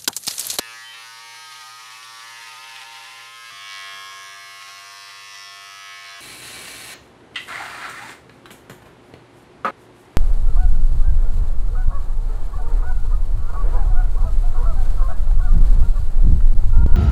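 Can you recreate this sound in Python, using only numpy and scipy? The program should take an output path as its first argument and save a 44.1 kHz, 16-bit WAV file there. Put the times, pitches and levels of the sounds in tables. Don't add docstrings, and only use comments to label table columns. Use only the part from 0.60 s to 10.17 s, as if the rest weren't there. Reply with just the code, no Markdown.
import sys
import numpy as np
from scipy import signal
from scipy.fft import rfft, irfft, next_fast_len
from scipy.io import wavfile
from scipy.ndimage import map_coordinates

SR = 44100
rng = np.random.default_rng(int(sys.argv[2]) if len(sys.argv) > 2 else 0)


def unload_wav(signal):
    wavfile.write(
        sys.argv[1],
        SR,
        np.round(np.clip(np.atleast_2d(signal).T, -1, 1) * 32767).astype(np.int16),
    )


N = 422037
TIME = np.arange(N) / SR
BEARD_S, SHAVER_S, SHAVER_OFF_S, FOAM_S = 2.905, 5.605, 6.3415, 6.84
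ROOM_T60_S, CUTOFF_HZ = 0.34, 15720


def from_db(db):
    return 10 ** (np.asarray(db) / 20)


def rms_one(x):
    return x / np.sqrt(np.mean(np.abs(x) ** 2) + 1e-20)


def during(start_s, end_s):
    return TIME[round(start_s * SR):round(end_s * SR)]


def add(out, start_s, x):
    i = round(start_s * SR)
    out[i:i + len(x)] += x[:N - i]


def curves(rows, t):
    s, *columns = np.transpose(rows)
    return [np.interp(t, s, c) for c in columns]


def drift(t, rate):
    knots = rng.standard_normal(4096)
    return rms_one(map_coordinates(knots, [(t - t[0]) * rate + 2], order=1, mode="wrap"))


def swell(t, s, length_s):
    return np.exp(-2 * ((t - s) / length_s) ** 2)


def colour(x, spectrum):
    size = 2 * next_fast_len(len(x) // 2 + 4096)
    hz, db = np.transpose(spectrum)
    bins_hz = np.maximum(np.fft.rfftfreq(size, 1 / SR), 1)
    skirt_db = -24 * np.maximum(np.log2(hz[0] / bins_hz), 0)
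    target_db = np.interp(np.log(bins_hz), np.log(hz), db) + np.maximum(skirt_db, -60)
    cepstrum = irfft(np.log(from_db(target_db)))
    response = np.exp(2 * rfft(cepstrum[:size // 2], size))
    return rms_one(irfft(rfft(x, size) * response)[:len(x)])


def bathroom(x, wet_db):
    t = TIME[:SR // 2]
    tail = rng.standard_normal(len(t)) * from_db(-60 * t / ROOM_T60_S) * (t > .002)
    return x + from_db(wet_db) * signal.fftconvolve(x, tail / np.linalg.norm(tail))[:len(x)]


def grains(t, per_s, spread_db):
    sizes = from_db(spread_db * np.minimum(rng.exponential(1, len(t)), 4))
    return rms_one(sizes * rng.standard_normal(len(t)) * (rng.random(len(t)) < per_s / SR))


def burst(spectrum, t60_s, wet_db):
    t = TIME[:SR // 2]
    noise = rng.standard_normal(len(t)) * from_db(-60 * t / t60_s)
    x = colour(bathroom(noise, wet_db), spectrum)
    return x / np.std(x[:SR // 100])


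def ringing(modes):
    t = TIME[:SR // 2]
    return sum(from_db(db - 60 * t / t60_s) * np.sin(2 * np.pi * (hz * t + rng.random()))
               for hz, db, t60_s in modes)


def brighten(x, shelf_db, hinge_hz):
    low = signal.sosfiltfilt(signal.butter(3, hinge_hz, fs=SR, output="sos"), x)
    return low * from_db(-shelf_db / 2) + (x - low) * from_db(shelf_db / 2)


# [f/Hz, level/dB]
QUIET_ROOM_SPECTRUM = [(25, -14), (60, -12), (130, -2.5), (220, -5), (420, -2), (700, -9), (2000, -3),
                       (15000, -17.5)]
FAN_SPECTRUM = [(28, -20), (45, -7), (70, -2), (95, -7.5), (135, -2), (210, -5), (300, -2), (420, -3.5),
                (560, -8), (900, -9), (1300, -13.5), (2000, -16.5), (4000, -24.5), (5500, -31.5),
                (8000, -34.5), (11000, -36), (15500, -67)]
# [f/Hz, mean level/dB]
FAN_TONES = [(118.4, -58.5), (260.6, -63.5), (360.7, -59)]
QUIET_DB, QUIET_HUM_HZ, QUIET_HUM_DB, FAN_DB = -63.5, 119, -66.5, -48.5


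def background():
    quiet = from_db(QUIET_DB) * colour(rng.standard_normal(N), QUIET_ROOM_SPECTRUM)
    quiet = quiet + from_db(QUIET_HUM_DB) * np.sin(2 * np.pi * QUIET_HUM_HZ * TIME)
    fan = from_db(FAN_DB) * colour(rng.standard_normal(N), FAN_SPECTRUM)
    for hz, db in FAN_TONES:
        gain = np.sqrt(2) * from_db(db + 2 * drift(TIME, 9.9))
        fan = fan + gain * np.sin(2 * np.pi * hz * TIME + .5 * drift(TIME, 12))
    return np.where(TIME < SHAVER_S, quiet, fan)


# [t/s, length/s, level/dB]
RUBS = [(6.45, .07, -67), (6.844, 0.07, -52.5), (7.755, .07, -69), (8.49, .05, -68), (8.795, .05, -63),
        (9.23, 0.047, -63.5), (9.41, 0.057, -62.5), (9.532, 0.057, -70)]
# [f/Hz, level/dB]
LATHER_SPECTRUM = [(2500, -6), (5000, -1), (8000, 3), (11000, 2), (14000, -6), (15700, -18)]


def lather():
    strokes = sum(from_db(db) * np.exp(-((TIME - s) / length_s) ** 2) for s, length_s, db in RUBS)
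    return strokes * colour(grains(TIME, 6000, 1.1), LATHER_SPECTRUM)


# [t/s, level/dB]
BUMPS = [(2.92, -59), (3.335, -60.5)]
# [f/Hz, level/dB]
THUMP_SPECTRUM = [(50, -14), (120, 8.5), (300, -1.5), (600, -6), (1500, -47)]


def bumps():
    out = np.zeros(N)
    for s, db in BUMPS:
        add(out, s, from_db(db) * burst(THUMP_SPECTRUM, 0.088, 0.5))
    return out


# [t/s, level/dB, t60/s, colour f/Hz, ring/dB, treble/dB, thump/dB]
TOUCHES = [(7.495, -40, 0.02, 3500, -20, -18, -18), (7.521, -55, .05, 2000, -20, -18, -15),
           (7.695, -46, 0.023, 2920, -20, -28, -5), (7.857, -40.5, 0.025, 2720, -6, -18, -28),
           (7.906, -42, 0.04, 3000, -15, -12, -3), (7.913, -47, 0.07, 3700, -15, -0.5, 1),
           (8.097, -39, 0.035, 2700, -24, -9.5, -1), (8.108, -48, 0.032, 2200, -24, -8, 7),
           (8.117, -52, 0.019, 1200, -24, -12, 10), (8.22, -51.5, 0.059, 1500, -24, -13, 1),
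           (8.256, -52, 0.08, 2000, -24, -13, 4), (8.267, -55, 0.064, 1200, -24, -13, 9),
           (8.538, -44, 0.022, 1740, -20, -22, 6)]
# [f/Hz, level/dB]
CLICK_SPECTRUM = [(200, -5), (700, 6), (1800, 4), (2800, -1), (4100, -5), (4700, -11.5), (9000, -27.5),
                  (15700, -62)]
SCUFF_SPECTRUM = [(3000, -21), (5500, -4), (7200, 3), (10000, -1), (11400, 0), (12100, 4), (12800, -4),
                  (15700, -15)]
# [f/Hz, level/dB, t60/s]
CAN_MODES = [(1534, -8, .08), (2062, -10, .09), (3025, -2, .08), (3950, 0, .12)]


def handling():
    out = np.zeros(N)
    for s, db, t60_s, colour_hz, ring_db, treble_db, thump_db in TOUCHES:
        click = burst(CLICK_SPECTRUM, t60_s, -2.5)
        click = click + 0.47 * signal.lfilter(*signal.iirpeak(colour_hz, 2, fs=SR), click)
        scuff = from_db(treble_db) * burst(SCUFF_SPECTRUM, t60_s, 3.0)
        thump = from_db(thump_db) * burst(THUMP_SPECTRUM, t60_s, -5)
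        ring = from_db(ring_db) * ringing(CAN_MODES)
        add(out, s, from_db(db) * (click + scuff + thump + ring))
    return out


# [t/s, level/dB, t60/s]
CAP_KNOCKS = [(6.746, -47, 0.033), (6.7573, -32, 0.016), (6.760, -28.5, 0.025), (6.763, -29.5, .03),
              (6.7725, -34.5, .04), (6.781, -39, 0.046)]
# [f/Hz, level/dB]
CAP_SPECTRUM = [(500, -28), (1100, -9), (1400, -5.5), (1750, -7.5), (2000, 7), (2350, -8.5), (2750, 4.5),
                (3200, -6), (3600, -5.5), (4700, -14), (5800, -25), (8000, -22), (10000, -37), (15700, -57)]
# [f/Hz, level/dB, t60/s]
CAP_MODES = [(1406, -36, 0.15), (2000, -28, 0.08), (2800, -27, 0.14), (2934, -33, .1), (3174, -28, 0.14),
             (3640, -47, .13), (4705, -47, .15)]
CAP_SNAP_S = 6.7578


def cap():
    out = np.zeros(N)
    for s, db, t60_s in CAP_KNOCKS:
        add(out, s, from_db(db) * burst(CAP_SPECTRUM, t60_s, 0))
    add(out, CAP_SNAP_S, bathroom(ringing(CAP_MODES), -8))
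    return out


# [t/s, level/dB]
FOAM_POPS = [(6.9253, -35.5), (7.001, -43), (7.237, -40)]
# [f/Hz, level/dB]
SPUTTER_SPECTRUM = [(400, -24), (700, -4.5), (870, -10), (1020, -7), (1350, -2), (1650, -3.5), (1950, -1.5),
                    (2300, -5.5), (2700, -10), (3300, -13), (4500, -14), (7000, -43)]


def foam_pops():
    out = np.zeros(N)
    for s, db in FOAM_POPS:
        add(out, s, from_db(db) * burst(SPUTTER_SPECTRUM, 0.0088, -9))
    return out


BUBBLES_PER_S, BUBBLE_LOW_HZ, BUBBLE_HIGH_HZ = 500, 850, 2710
BUBBLE_CYCLES = 32


def bubbles(t):
    out, age_s = np.zeros(N), TIME[:SR // 20]
    span_s = t[-1] - t[0]
    for when, size, weakness in rng.random((int(BUBBLES_PER_S * span_s), 3)):
        hz = BUBBLE_LOW_HZ * (BUBBLE_HIGH_HZ / BUBBLE_LOW_HZ) ** size
        gain = from_db(-9 * weakness - 60 * age_s * hz / BUBBLE_CYCLES)
        add(out, when * span_s, gain * np.sin(2 * np.pi * hz * age_s))
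    return colour(out[:len(t)], SPUTTER_SPECTRUM)


# [t/s, length/s, f/Hz, level/dB]
GURGLES = [(6.9, 0.04, 1360, -33.5), (6.954, 0.037, 1200, -42), (6.97, 0.058, 1955, -38),
           (7.018, 0.033, 869, -35), (7.18, 0.045, 1320, -41), (7.248, 0.066, 1301, -35.5),
           (7.37, .05, 2000, -37), (7.44, 0.07, 878, -41)]
# [t/s, level/dB]
SPITS = [(6.885, -45), (7.298, -41.5), (7.508, -49)]
# [f/Hz, level/dB]
FIZZ_SPECTRUM = [(3500, -0.5), (5500, -2), (9000, 1), (11000, -9), (14500, -12), (15700, -22)]
VALVE_OPEN_S, VALVE_SHUT_S, VALVE_ATTACK_S, VALVE_RELEASE_S = 6.873, 7.55, 0.014, 0.03
SPUTTER_DB, SPUTTER_FADE_DB_PER_S = -36, 11
FIZZ_DB, FIZZ_FADE_DB_PER_S = -50, 3
SURGE_S, SURGE_LENGTH_S, SURGE_DB = 7.25, 0.052, 5
BUBBLES_DB = -3.5
SPIT_LENGTH_S = 0.0067


def foam():
    t = during(FOAM_S, 7.8)
    age_s = t - VALVE_OPEN_S
    valve = np.clip(np.minimum(age_s / VALVE_ATTACK_S, (VALVE_SHUT_S - t) / VALVE_RELEASE_S), 0, 1)
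    spurts = valve * from_db(0.47 * drift(t, 68.5))
    sputter_db = SPUTTER_DB - SPUTTER_FADE_DB_PER_S * age_s + SURGE_DB * swell(t, SURGE_S, SURGE_LENGTH_S)
    bursts = colour(grains(t, 3500, 1.4), SPUTTER_SPECTRUM)
    sputter = from_db(sputter_db) * (bursts + from_db(BUBBLES_DB) * bubbles(t))
    gurgle = 0
    for s, length_s, hz, db in GURGLES:
        cycles = np.cumsum(hz * (1 + 0.055 * drift(t, 160))) / SR
        gurgle = gurgle + from_db(db) * swell(t, s, length_s) * drift(t, 150) * np.sin(2 * np.pi * cycles)
    spits = sum(from_db(db) * swell(t, s, SPIT_LENGTH_S) for s, db in SPITS)
    fizz_gain = np.hypot(from_db(FIZZ_DB - FIZZ_FADE_DB_PER_S * age_s), spits)
    fizz = fizz_gain * colour(grains(t, 7000, 1.8), FIZZ_SPECTRUM)
    return bathroom(spurts * (sputter + gurgle + fizz), -1.6)


# [f/Hz, level/dB]
SLAP_SPECTRUM = [(80, -31), (170, -14), (260, -7), (450, -6), (700, -6), (950, -5), (1270, 3), (1550, -7),
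                 (2200, -13), (3000, -23.5), (4200, -28), (5400, -42), (6500, -37.5), (15700, -52)]
# [delay/s, level/dB]
SLAP_PATHS = [(0, -12), (.0062, -16), (0.0096, -20)]
SLAP_S, SLAP_END_S, POP_HZ, SMACK_DB = 9.0468, 9.109, 1275, -19.5


def slap():
    t = during(SLAP_S, SLAP_END_S)
    age_s = t - t[0]
    pops = 0
    for delay_s, db in SLAP_PATHS:
        late_s = age_s - delay_s
        shape = np.exp(-((late_s - .0022) / 0.0023) ** 2)
        pops = pops + from_db(db) * np.sin(2 * np.pi * POP_HZ * late_s) * shape
    building = np.minimum(0.96 + age_s / .008, 1)
    smack = from_db(SMACK_DB) * burst(SLAP_SPECTRUM, 0.22, -5.0)[:len(t)] * building
    return (pops + smack) * np.clip((t[-1] - t) / 0.0011, 0, 1)


# [f/Hz, level/dB]
RASP_SPECTRUM = [(500, -2), (1000, -3.5), (1700, 2.5), (2300, 4), (2850, 4.5), (3400, -1.5), (4200, 4),
                 (4700, -6.5), (6500, -4), (9000, -22)]
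HISS_SPECTRUM = [(4500, -6.5), (6500, -15.5), (7600, -3), (8800, -4), (10200, -1), (12000, -9),
                 (13500, -15), (15700, -24)]
# [f/Hz, level/dB]
WHINE_PARTIALS = [(1066, -58), (1669, -59), (2283, -55), (2638, -72), (2745, -56), (3241, -64), (3962, -59),
                  (4307, -59)]
PRESS_S, PRESS_RISE_S = 5.815, 0.0097
LIGHT_RASP_DB, PRESSED_RASP_DB = -43.5, -41
LIGHT_HISS_DB, PRESSED_HISS_DB = -44.5, -42.5
STUBBLE_PATCHY_DB = 0.5
BITE_S, BITE_LENGTH_S, BITE_DB = 6.079, 0.0079, 5


def shaver():
    t = during(SHAVER_S, 6.75)
    pressed = np.clip((t - PRESS_S) / PRESS_RISE_S, 0, 1)
    rasp_db = LIGHT_RASP_DB + pressed * (PRESSED_RASP_DB - LIGHT_RASP_DB) + STUBBLE_PATCHY_DB * drift(t, 35)
    rasp_db = rasp_db + BITE_DB * swell(t, BITE_S, BITE_LENGTH_S)
    hiss_db = LIGHT_HISS_DB + pressed * (PRESSED_HISS_DB - LIGHT_HISS_DB)
    rasp = from_db(rasp_db) * colour(grains(t, 6000, 2.2), RASP_SPECTRUM)
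    hiss = from_db(hiss_db) * colour(grains(t, 12000, 1.0), HISS_SPECTRUM)
    warped_s = np.cumsum(1 + 0.00283 * drift(t, 25.4)) / SR
    whine = sum(from_db(db + 1.1 * drift(t, 7.6)) * np.sin(2 * np.pi * hz * warped_s)
                for hz, db in WHINE_PARTIALS)
    running = t < SHAVER_OFF_S
    return bathroom((rasp + whine) * running, -1.2) + hiss * running


# [t/s, length/s, f/Hz, level/dB]
BAND_SWELLS = [(.08, 0.26, 945, -4), (.06, .16, 1950, 3), (0.21, .1, 1950, 9), (0.36, .16, 940, 4),
               (.35, .1, 2000, 5), (0.28, 0.083, 3100, 11), (0.37, 0.046, 3750, 8), (0.48, .12, 1530, 11),
               (.06, .1, 2750, 4), (0.83, 0.21, 1610, 4.5), (0.81, .25, 4200, 8), (.85, 0.1, 3100, 5),
               (1.063, 0.072, 730, 13), (.75, 0.3, 1260, 6), (1.14, .14, 1280, 6.5),
               (1.17, 0.13, 4300, 5.5), (1.4, 0.15, 2630, 8), (1.53, 0.22, 5500, 7), (1.53, 0.28, 1300, 4),
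               (1.9, .2, 2240, 9), (1.95, 0.095, 1300, 12), (2.3, 0.3, 860, 5), (2.78, 0.15, 2020, 7.5),
               (2.82, 0.18, 1700, -4), (2.7, 0.12, 3270, 9), (2.86, .16, 2660, 6), (2.78, 0.13, 1200, 9),
               (2.85, 0.11, 1600, 7), (2.8, 0.18, 810, -2), (2.96, .12, 4800, 7), (3.23, 0.32, 2270, 7),
               (3.132, .18, 3100, 2.5), (3.15, .16, 3700, -10), (3.15, .12, 5200, 5), (3.18, 0.15, 1970, 8),
               (3.25, 0.28, 2150, -6), (3.35, 0.19, 3300, 7), (3.7, 0.33, 4580, -9), (3.92, 0.21, 5000, 4),
               (3.8, 0.27, 1420, -11), (3.7, .35, 2430, -8), (4.1, .3, 3050, -4), (4.35, 0.25, 2050, -1),
               (5.25, .3, 1480, -3), (4.5, 0.29, 3700, -8), (4.5, 0.065, 1970, 6), (4.6, 0.44, 4660, 5.5),
               (4.68, 0.14, 1570, -13), (4.72, .2, 5850, 5), (4.82, 0.1, 1970, 4), (4.85, 0.16, 5350, 7),
               (4.9, 0.097, 3400, 8), (5.05, .16, 3880, -11), (5.02, .14, 5000, -4), (5.2, 0.29, 2780, 2.5),
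               (5.3, .12, 3350, 4), (5.51, .11, 3480, 8), (5.5, .12, 4100, 6)]
BAND_MIN_WIDTH_HZ, BAND_WIDTH_SHARE = 140, 0.04


def band_swells_db(t, hz):
    s, length_s, centre_hz, db = np.transpose(BAND_SWELLS)
    width_hz = np.maximum(BAND_MIN_WIDTH_HZ, BAND_WIDTH_SHARE * centre_hz)
    return (db * swell(hz[:, None], centre_hz, width_hz)) @ swell(t[:, None], s, length_s).T


LOAD_FLUTTER, FLUTTER_PER_S = 0.58, 35
WANDER_FROM = 11.2


def drone(t, turns, travel, load, place, first, second, wander, tilt_db):
    coarse, coarse_travel = t[::100], travel[::100]
    moved = np.clip(place[::100], 0, 1)
    blade_hz = turns[-1] / (t[-1] - t[0])
    bands_db = band_swells_db(coarse, blade_hz * np.array(first)[:, 0])
    gains = []
    for (k, first_db), (_, second_db), band_db in zip(first, second, bands_db):
        reflected = wander * (drift(coarse_travel, 3.487) + 1j * drift(coarse_travel, 3.675))
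        flutter = drift(coarse, FLUTTER_PER_S) + 1j * drift(coarse, FLUTTER_PER_S)
        flutter = LOAD_FLUTTER * np.sqrt(load[::100]) * flutter
        db = first_db + moved * (second_db - first_db) + tilt_db[::100] * np.log2(max(k, 7) / 14) + band_db
        standing = rms_one(1 + min(k / WANDER_FROM, 1) * (reflected + flutter))
        gains.append(from_db(db) * standing * np.exp(1j * rng.normal(0, 1.64)))
    gains = gains / np.sqrt(np.sum(np.abs(gains) ** 2, axis=0) / 2)
    out = 0
    for k, gain in enumerate(gains, 1):
        phase = np.interp(t, coarse, np.unwrap(np.angle(gain)))
        out = out + np.interp(t, coarse, np.abs(gain)) * np.cos(2 * np.pi * k * turns + phase)
    return out


# [t/s, length/s, level/dB]
FACING = [(3.147, 0.11, -2), (4.82, .14, -7)]
PATH_EVENNESS = 0.36


def blade_ticks(t, turns, travel, load, spectrum, return_db, ring_s, wet_db, late_s):
    clicks = np.zeros(len(t))
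    for phase, db in [(.35, 0), (.68, return_db)]:
        at = np.interp(np.arange(int(turns[-1])) + phase, turns, np.arange(len(t)))
        late, stronger = rng.standard_normal((len(at), 2)).T * load[at.astype(int)]
        at = at + late * late_s * SR
        taps = at.astype(int)[:, None] + np.arange(-5, 7)
        clicks[taps] += from_db(db + 0.83 * stronger)[:, None] * np.sinc(taps - at[:, None])
    out = rms_one(clicks) * sum(from_db(db) * swell(t, s, length_s) for s, length_s, db in FACING)
    clicks = np.concatenate([clicks[:SR // 5], clicks])
    ring_t = TIME[:SR // 3]
    ring_shift, path_shift = SR // 100, SR // 50
    for position in range(12):
        distance = np.abs(travel / travel[-1] * 11 - position)
        nearness = np.cos(np.pi / 2 * np.minimum(distance, 1))
        ring = rfft(rng.standard_normal(len(ring_t)) * np.exp(-ring_t / ring_s))
        smear = np.roll(irfft(ring / np.abs(ring)), ring_shift)
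        path = rfft(bathroom(smear, wet_db))
        path = np.roll(irfft(path / np.abs(path) ** PATH_EVENNESS), path_shift)
        heard = signal.fftconvolve(clicks, path)[ring_shift + path_shift:]
        out = out + nearness * rms_one(heard[:len(clicks)][-len(t):])
    hz, s, bins = signal.stft(colour(out, spectrum), SR, nperseg=1024)
    return signal.istft(bins * from_db(band_swells_db(t[0] + s, hz)), SR)[1][:len(t)]


# [f/Hz, level/dB]
HAIR_SPECTRUM = [(300, -25), (650, -7.5), (1000, 6.5), (1500, 4), (2000, 12.5), (2600, 8), (3200, 9),
                 (4200, 1), (6000, -7.5), (7500, -8.5), (10000, -13), (13000, -21), (15700, -28)]
# [t/s, length/s, crunch level/dB, blade rate dip f/Hz]
TUFTS = [(0.346, 0.054, -53.5, 0), (0.752, .025, -50.5, 0), (0.928, 0.068, -52.5, 1.2),
         (1.03, 0.04, -50, 2), (1.086, 0.039, -50.5, 2), (1.265, 0.031, -52, 0.1),
         (1.325, 0.065, -51.5, 1.17), (1.501, 0.12, -55, .5), (1.828, .03, -51.5, 0),
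         (1.886, 0.031, -49, .5), (1.948, 0.072, -51, 3), (2.161, 0.031, -50.5, .5),
         (2.216, 0.047, -46.5, 2), (2.36, .04, -50.5, 0), (2.46, .025, -49.5, .2), (2.51, 0.04, -49.5, 0.4),
         (3.365, 0.047, -56, 0), (3.524, 0.028, -49, 0), (3.769, 0.05, -52, 0), (4.02, 0.025, -44, 0),
         (4.09, 0.044, -47, 0), (4.185, 0.027, -51, 0), (4.325, .05, -53, 0), (4.502, .03, -44, 0),
         (4.755, 0.025, -43.5, 0.3)]
# [start t/s, end t/s, crunch level/dB]
PASSES = [(0.87, 1.39, -53), (1.382, 1.655, -55.5), (1.625, 2.64, -51), (3.33, 3.896, -61), (4.0, 4.9, -60),
          (5.435, 5.66, -52)]
PASS_EDGE_S, PASS_PATCHY_DB = 0.12, 1.5
STRAY_SWING_DB = 3
STUMBLE_DB = -47


def clippers(t, rate, levels, grip, path, first, second, ticks, stray_db, wander, jitter,
             return_db, ring_s, wet_db, late_s, housing_db, blade_db, hair_db):
    base_hz, = curves(rate, t)
    drone_db, tick_db = curves(levels, t)
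    tilt_db, bright_db = curves(grip, t)
    place, speed = curves(path, t)
    travel = np.cumsum(np.abs(speed)) / SR
    cutting, dip_hz = from_db(stray_db + STRAY_SWING_DB * drift(t, 24.93)), 0
    for start_s, end_s, db in PASSES:
        inside = np.clip(.5 + np.minimum(t - start_s, end_s - t) / PASS_EDGE_S, 0, 1)
        cutting = np.hypot(cutting, from_db(db + PASS_PATCHY_DB * drift(t, 30)) * np.sqrt(inside))
    for s, length_s, db, tuft_dip_hz in TUFTS:
        caught = swell(t, s, length_s)
        cutting = np.hypot(cutting, from_db(db) * caught)
        dip_hz = dip_hz + tuft_dip_hz * caught
    load = np.minimum(cutting / from_db(STUMBLE_DB), 1) ** 2
    turns = np.cumsum((base_hz - dip_hz) * (1 + (jitter * load + 0.00049) * drift(t, 70))) / SR
    shearing = rms_one(from_db(7.1 * np.cos(4 * np.pi * turns) + 3 * np.cos(2 * np.pi * turns)))
    crunch = colour(bathroom(grains(t, 2400, 2.6) * shearing, -0.99), HAIR_SPECTRUM)
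    hair = from_db(hair_db) * cutting * crunch
    housing = drone(t, turns, travel, load, place, first, second, wander, tilt_db)
    blade = blade_ticks(t, turns, travel, load, ticks, return_db, ring_s, wet_db, late_s)
    blade = from_db(blade_db + tick_db) * blade
    return from_db(housing_db + drone_db) * housing + brighten(blade + hair, bright_db, hinge_hz=3960)


# [t/s, blade rate f/Hz]
BEARD_RATE = [(2.92, 99), (3.02, 98.7), (3.27, 97.8), (3.58, 98), (3.7, 98.36), (4.15, 98.53), (4.28, 99.2),
              (5.0, 98.8), (5.1, 99.1), (5.38, 98.7), (5.47, 98.3), (5.6, 98.2)]
# [t/s, drone level/dB, tick level/dB]
BEARD_LEVELS = [(2.92, -42, -44.5), (3.13, -37, -40), (3.28, -37, -40), (3.75, -41.5, -42.5),
                (4.37, -43.5, -42.5), (4.85, -42.5, -43.5), (5.17, -42, -44), (5.32, -39.5, -44),
                (5.43, -41.5, -42.5), (5.46, -41, -40.5), (5.6, -41, -43)]
# [t/s, housing tilt/(dB per octave), blade brightness/dB]
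BEARD_GRIP = [(2.92, 1, 6.5), (3.14, 1.2, -4), (3.3, 0.77, -0.5), (3.55, -1.6, 4), (3.85, -1, 3),
              (4.3, -0.71, 4.5), (4.85, 0.017, 2), (5.05, 0.32, 6), (5.35, 0.93, 3), (5.46, 0.13, -3),
              (5.6, -0.61, 1)]
# [t/s, place (0 chin, 1 lip), speed (1 = slow stroke)]
BEARD_PATH = [(2.92, 0.27, 1.546), (4.12, 0.18, 0.92), (4.28, 1, 0.97), (4.95, 0.85, 1.04),
              (5.15, 0.28, 1.28)]
# [multiple of blade rate, level/dB]
CHIN_HARMONICS = [(1, -26), (2, -42.0), (3, -32.5), (4, -19), (5, -19.5), (6, -31), (7, -8), (8, -11),
                  (9, -20), (10, -11.5), (11, 4.5), (12, -3), (13, 1.5), (14, -5), (15, -11), (16, -5),
                  (17, 2), (18, -2), (19, -9), (20, -3.5), (21, -13), (22, 1), (23, -1), (24, -6), (25, -7),
                  (26, -6.5), (27, -12), (28, -3), (29, -5), (30, 0), (31, -4.5), (32, -13), (33, -1.5),
                  (34, -6.5), (35, -5), (36, -4)]
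LIP_HARMONICS = [(1, -25), (2, -38), (3, -31), (4, -20), (5, -14), (6, -25), (7, -5.5), (8, -15.5),
                 (9, -12), (10, -6.5), (11, 1.5), (12, 1.0), (13, -4), (14, -3), (15, -6), (16, -4),
                 (17, -3.5), (18, 0.5), (19, -5.5), (20, 3.5), (21, -8), (22, -2.5), (23, -3), (24, -4),
                 (25, -15), (26, 0.5), (27, -10), (28, 1), (29, -12), (30, -10), (31, -5.5), (32, -7),
                 (33, -4.5), (34, -3.5), (35, -10), (36, -19)]
# [f/Hz, level/dB]
BEARD_TICK_SPECTRUM = [(3300, -22.5), (3620, -5), (4100, -5.5), (4900, -7), (5350, -5.5), (6000, -7.5),
                       (6500, -14.5), (8400, -19), (9400, -15), (11000, -22), (13000, -24.5), (15700, -44)]


def beard_clippers():
    return clippers(during(BEARD_S, SHAVER_S), BEARD_RATE, BEARD_LEVELS, BEARD_GRIP, BEARD_PATH,
                    CHIN_HARMONICS, LIP_HARMONICS, BEARD_TICK_SPECTRUM,
                    stray_db=-68, wander=0.42, jitter=0.00072, return_db=-12.5, ring_s=0.00059,
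                    wet_db=5.0, late_s=.000008, housing_db=1.5, blade_db=-3.0, hair_db=1.5)


# [t/s, blade rate f/Hz]
SCALP_RATE = [(0, 114.6), (.2, 113.9), (.75, 115.1), (1.2, 113.6), (1.7, 115), (2.1, 115.3), (2.38, 114.9),
              (2.5, 114.6), (2.75, 116.7), (2.899, 116.9)]
# [t/s, drone level/dB, tick level/dB]
SCALP_LEVELS = [(0.0, -39.5, -44.5), (0.56, -43.5, -44.5), (0.75, -42.5, -44), (1.49, -43.5, -47),
                (1.68, -41.5, -45.5), (2.73, -43, -46), (2.9, -40.5, -43)]
# [t/s, housing tilt/(dB per octave), blade brightness/dB]
SCALP_GRIP = [(0, 2, 8.5), (.22, 1, 8.5), (.34, 2, 2.5), (.47, 3, 10), (.6, 0, 6), (1.0, 0.5, 9),
              (1.45, -1.5, 11.5), (1.9, .5, 7.5), (2.35, -.5, 5.5), (2.7, 0, 5), (2.9, 2, 5)]
# [t/s, place (0 forehead, 1 crown), speed (1 = slow stroke)]
SCALP_PATH = [(0, 0.3, 2.36), (.3, 0.051, 3.42), (.5, 0, 2.17), (.7, 0, 0.78), (1.62, 0, 0.72),
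              (1.78, 0.96, 1.18), (2.55, 1, 0.48), (2.9, 0.75, 1.84)]
# [multiple of blade rate, level/dB]
FOREHEAD_HARMONICS = [(1, -29), (2, -48), (3, -21.5), (4, -17), (5, -15.5), (6, -22), (7, -6), (8, 0),
                      (9, -3), (10, 1.5), (11, 2), (12, -4), (13, -6), (14, -3.5), (15, -1.5), (16, 0),
                      (17, -2), (18, -6), (19, -2), (20, -2), (21, -4.5), (22, -7.5), (23, -3), (24, -11),
                      (25, -3), (26, -9), (27, -5.5), (28, -10)]
CROWN_HARMONICS = [(1, -28), (2, -31), (3, -20), (4, -13.5), (5, -14), (6, -17), (7, -6), (8, 2.5), (9, 2),
                   (10, -10), (11, -2.5), (12, -3.5), (13, -8.5), (14, -3), (15, 4), (16, -4), (17, -1.5),
                   (18, -1), (19, -2), (20, -8.5), (21, -10), (22, 2), (23, 0), (24, -1), (25, -4),
                   (26, -4), (27, -4), (28, -8)]
# [f/Hz, level/dB]
SCALP_TICK_SPECTRUM = [(2900, -24.5), (3250, -4.5), (3700, -6.5), (4500, -9), (5800, -11), (6600, -16),
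                       (8000, -23.5), (9600, -17), (11000, -21), (13000, -29), (15700, -43)]


def scalp_clippers():
    return clippers(during(0, BEARD_S), SCALP_RATE, SCALP_LEVELS, SCALP_GRIP, SCALP_PATH,
                    FOREHEAD_HARMONICS, CROWN_HARMONICS, SCALP_TICK_SPECTRUM,
                    stray_db=-60.5, wander=0.64, jitter=0.004, return_db=-8.5, ring_s=0.0012,
                    wet_db=5.5, late_s=.00003, housing_db=0.86, blade_db=-2.03, hair_db=5.5)


def scene():
    out = background() + lather() + bumps() + handling() + cap() + foam_pops()
    add(out, 0, scalp_clippers())
    add(out, BEARD_S, beard_clippers())
    add(out, SHAVER_S, shaver())
    add(out, FOAM_S, foam())
    add(out, SLAP_S, slap())
    return out[None]


def record(dry):
    return signal.sosfilt(signal.ellip(12, .1, 80, CUTOFF_HZ, fs=SR, output="sos"), dry)


dry = scene()
out = record(dry)
unload_wav(out)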